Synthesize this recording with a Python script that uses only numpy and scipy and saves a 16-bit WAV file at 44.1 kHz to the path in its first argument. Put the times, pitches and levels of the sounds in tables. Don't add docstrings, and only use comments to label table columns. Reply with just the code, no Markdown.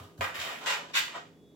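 import sys
import numpy as np
from scipy import signal
from scipy.fft import rfft, irfft, next_fast_len
from scipy.io import wavfile
from scipy.ndimage import uniform_filter1d, map_coordinates

SR = 44100
rng = np.random.default_rng(int(sys.argv[2]) if len(sys.argv) > 2 else 0)


def put_to_file(sound):
    columns = np.atleast_2d(sound).T
    safe = np.clip(columns, -1, 1)
    whole_steps = np.round(safe * 32767)
    wavfile.write(sys.argv[1], SR, whole_steps.astype(np.int16))


def how_loud(loudness_db):
    steps = np.asarray(loudness_db, float) / 20
    return 10 ** steps


N = 68355


def unit(x):
    return x / np.sqrt(np.mean(x ** 2) + 1e-20)


def along(points, hz):
    f, value = np.transpose(points)
    return np.interp(np.log(hz + 1), np.log(f + 1), value)


def wobble(rate):
    knots = rng.standard_normal(int(N * rate / SR) + 4)
    return map_coordinates(knots, [np.arange(N) * rate / SR])


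def filtered(x, response):
    size = next_fast_len(x.shape[-1] + 8192)
    spectrum = rfft(x, size) * response(np.fft.rfftfreq(size, 1 / SR))
    return irfft(spectrum, size)[..., :x.shape[-1]]


def causal(gain):
    cepstrum = irfft(np.log(gain + 1e-6))
    half = len(cepstrum) // 2
    cepstrum[1:half] *= 2
    cepstrum[half + 1:] = 0
    return np.exp(rfft(cepstrum))


def paired(two, alike, gain=lambda hz: 1):
    def weights(hz):
        angle = np.arccos(np.clip(along(alike, hz), -1, 1)) / 2
        return gain(hz) * np.array([np.cos(angle), np.sin(angle)])

    mid, side = filtered(two, weights)
    return np.array([mid + side, mid - side])


def wavering_tones(tones, waver_db):
    t = np.arange(N) / SR
    total = np.zeros(N)
    for hz, db in tones:
        level = np.sqrt(2) * how_loud(db + waver_db * wobble(14.24))
        total += level * np.sin(2 * np.pi * (hz * t + rng.random()))
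    return total


def room_tone():
    # f/Hz, relative spectral density/dB
    air_colour = [(15, -16), (40, -9.5), (70, -7), (110, -9), (166, -9.5), (277, -5), (488, -13),
                  (958, -28.5), (1600, -35.5), (4000, -39), (7000, -38.5), (9000, -44), (15900, -44.5)]
    # f/Hz, left-right likeness
    air_alike = [(40, 0.577), (80, 0.55), (200, 0.85), (500, 1), (2000, .2)]
    noise = rng.standard_normal((2, N))
    air = paired(noise, air_alike, lambda hz: how_loud(along(air_colour, hz)))
    return how_loud(-57.5) * unit(air)


def appliance_hum():
    # f/Hz, rms level before the waver/dB
    hum_tones = [(163, -65), (410, -65.5)]
    return wavering_tones(hum_tones, waver_db=0.8)


def worktop():
    # t/s, level applied to the whole set of modes/dB
    thumps = np.array([(0, -44.5), (0.185, -36.5), (0.377, -50.5)])
    # f/Hz, relative level/dB, t60/s
    thump_modes = [(93, 8.5, 0.22), (112, 9, 0.11), (146, -7, 0.17), (242, -3.5, 0.15), (302, 1, 0.045)]
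    rise_s = 0.011
    t = np.clip(np.arange(N) / SR - thumps[:, :1], 0, None)
    ring = sum(np.sin(2 * np.pi * hz * t) * how_loud(db - 60 * t / t60) for hz, db, t60 in thump_modes)
    soft_onset = 1 - np.exp(-(t / rise_s) ** 2)
    return how_loud(thumps[:, 1]) @ (ring * soft_onset)


def ringing(hz, modes):
    ring_db = 8
    peaks = sum(how_loud(2 * (db + ring_db)) / (1 + (2 * (hz - centre) / width) ** 2)
                for centre, width, db in modes)
    return np.sqrt(1 + peaks)


def colour(hz, tilt_db, board_db, hiss_db):
    # f/Hz, relative spectral density/dB
    blade_colour = [(300, -47.5), (600, -31.5), (900, -10.5), (1300, -3.5), (2500, -4), (3700, -8.5),
                    (4600, -13.5), (6000, -16), (7700, -14.5), (8600, -28.5), (11000, -25.5),
                    (15900, -26.5)]
    # f/Hz, width/Hz, relative level/dB
    blade_modes = [(1607, 40, -5), (1893, 35, -1), (2438, 40, -4), (2833, 60, -6), (2968, 40, -5),
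                   (3153, 35, -4), (3390, 60, -6), (3690, 60, -3), (4562, 40, -3), (5231, 40, -4)]
    # f/Hz, relative spectral density/dB
    board_colour = [(120, -37), (300, -19), (430, -8), (550, -7.5), (900, -2), (1200, -6), (2200, -17),
                    (4000, -120)]
    # f/Hz, width/Hz, relative level/dB
    board_modes = [(560, 70, 0), (695, 45, -2), (996, 30, -2), (1210, 60, 0), (1480, 60, 0)]
    tilt_top_hz, hiss_from_hz = 4280, 8270
    octaves = np.log2(np.clip(hz, 1, tilt_top_hz) / 2000)
    shading_db = tilt_db * octaves + hiss_db * (hz > hiss_from_hz)
    blade = unit(how_loud(along(blade_colour, hz) + shading_db) * ringing(hz, blade_modes))
    board = how_loud(board_db) * unit(how_loud(along(board_colour, hz)) * ringing(hz, board_modes))
    return causal(np.hypot(blade, board))


def evened(answer):
    spectrum = rfft(answer)
    power = uniform_filter1d(np.abs(spectrum) ** 2, size=60, axis=1)
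    return irfft(spectrum * [causal(1 / np.sqrt(p + 1e-9)) for p in power], answer.shape[1])


def room(x):
    # f/Hz, t60/s
    reverberation = [(300, 0.33), (1000, 0.3), (3000, 0.33), (8000, 0.34), (14000, 0.26)]
    # f/Hz, left-right likeness
    room_alike = [(150, 1), (350, 0.47), (700, 0.049)]
    tail_db, early_db, direct_db = -4.5, -5.5, -13
    early_t60_s, left_lag_s = 0.043, 0.00004
    hz, t, z = signal.stft(rng.standard_normal((2, SR // 2)), SR, nperseg=256)
    decay = how_loud(-60 * t / along(reverberation, hz)[:, None])
    tail = signal.istft(z * decay, SR, nperseg=256)[1]
    early_decay = how_loud(-60 * np.arange(tail.shape[1]) / SR / early_t60_s)
    early = rng.standard_normal(tail.shape) * early_decay
    answer = how_loud(tail_db) * evened(tail) + how_loud(early_db) * evened(early)
    wet = signal.fftconvolve(x[None], paired(answer, room_alike), axes=1)[:, :len(x)]
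    sides = np.array([[-1], [1]])
    direct = filtered(x, lambda f: np.exp(1j * np.pi * f * left_lag_s * sides))
    return wet + how_loud(direct_db) * direct


def edge_slips(count):
    slips_per_s, slip_spread_db = 6000, 3
    blow_db, blow_s = 29, 0.0004
    when, size, sign = rng.random((3, count))
    heights = how_loud(-slip_spread_db * np.log(1 - size))
    slips = unit((when < slips_per_s / SR) * heights * np.sign(sign - .5))
    slips[round(blow_s * SR)] = how_loud(blow_db)
    return slips


def knife():
    # t/s, rise/s, hold/s, die-away t60/s, drive level/dB, tilt/(dB per octave),
    # board over blade/dB, hiss/dB
    strokes = [(0, 0.00028, 0.0022, 0.46, -53, 5, 2.5, 6.5),
               (0.164, 0.014, 0.047, 0.057, -58, 20, 3.5, 6.5),
               (0.209, 0.0003, 0.005, 0.05, -27.5, -2, 2, 2),
               (0.217, 0.0071, 0.021, 0.14, -32, -4.5, -6, 5),
               (0.258, 0.0036, 0.031, 0.42, -40.5, -6.5, -9, 3.5),
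               (.342, 0.00076, 0.047, 0.93, -36, -1, -8.5, 6),
               (0.392, 0.0017, 0.003, 0.31, -33, 5, -17, -4.5),
               (0.41, 0.038, 0.083, 0.24, -40, -1.5, -2.5, -0.5),
               (0.595, 0.017, 0.059, 0.081, -44, 7, 6.5, -2),
               (0.66, 0.00072, 0.017, 0.18, -26, 2, -8.5, -2.5),
               (0.676, 0.0019, 0.062, 0.065, -27.5, 0, -8.5, -2),
               (0.749, 0.0031, 0.043, 0.14, -40.5, -9, 0.5, -13),
               (0.819, 0.0041, 0.022, 1, -51.5, 3.5, -0.5, -10.5),
               (0.929, 0.022, 0.022, 0.075, -20, 3, -22, -3),
               (0.973, 0.0051, 0.0069, 0.034, -21, 2, -14, 3.5),
               (1.004, 0.0079, 0.13, 0.44, -48.5, 1, -3, -7),
               (1.132, 0.019, 0.025, 0.083, -40.5, -0.5, 5.5, -6)]
    chatter_db, chatter_per_s = 2, 200
    out = np.zeros((2, N + SR))
    t = np.arange(SR * 3 // 4) / SR
    for start, rise, hold, t60, db, *shade in strokes:
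        slips = edge_slips(len(t))
        onset = np.clip(t / max(rise, 1 / SR), 0, 1) ** 2
        die_away = how_loud(-60 * np.clip(t - rise - hold, 0, None) / t60)
        chatter = chatter_db * wobble(chatter_per_s)[:len(t)]
        drive = slips * onset * die_away * how_loud(db + chatter)
        struck = filtered(drive, lambda hz: colour(hz, *shade))
        out[:, round(start * SR):][:, :len(t)] += room(struck)
    return out[:, :N]


def whine():
    # f/Hz, rms level before the waver, once faded in/dB
    whine_tones = [(3402, -74.5), (3745, -82)]
    from_s, rise_s = 1.26, 0.26
    fade_in = np.clip((np.arange(N) / SR - from_s) / rise_s, 0, 1)
    return wavering_tones(whine_tones, waver_db=2) * fade_in


def scene():
    return knife() + worktop() + room_tone() + appliance_hum() + whine()


def band_limit(x):
    return signal.sosfilt(signal.butter(12, 16110, fs=SR, output="sos"), x)


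def record(dry):
    # f/Hz, left minus right/dB
    nearer_left = [(300, -0.5), (1000, -0.5), (2800, -3), (5600, 2), (10000, -1.3), (14000, 2.5)]
    low_hz, top_hz = 72, 16100

    def microphones(hz):
        u = 1j * hz / low_hz
        bass_cut = (u ** 2 / (1 + np.sqrt(2) * u + u ** 2)) ** 2
        balance = how_loud(along(nearer_left, hz) * np.array([[.5], [-.5]]))
        return bass_cut * (hz < top_hz) * balance

    return band_limit(filtered(dry, microphones))


dry = scene()
out = record(dry)
put_to_file(out)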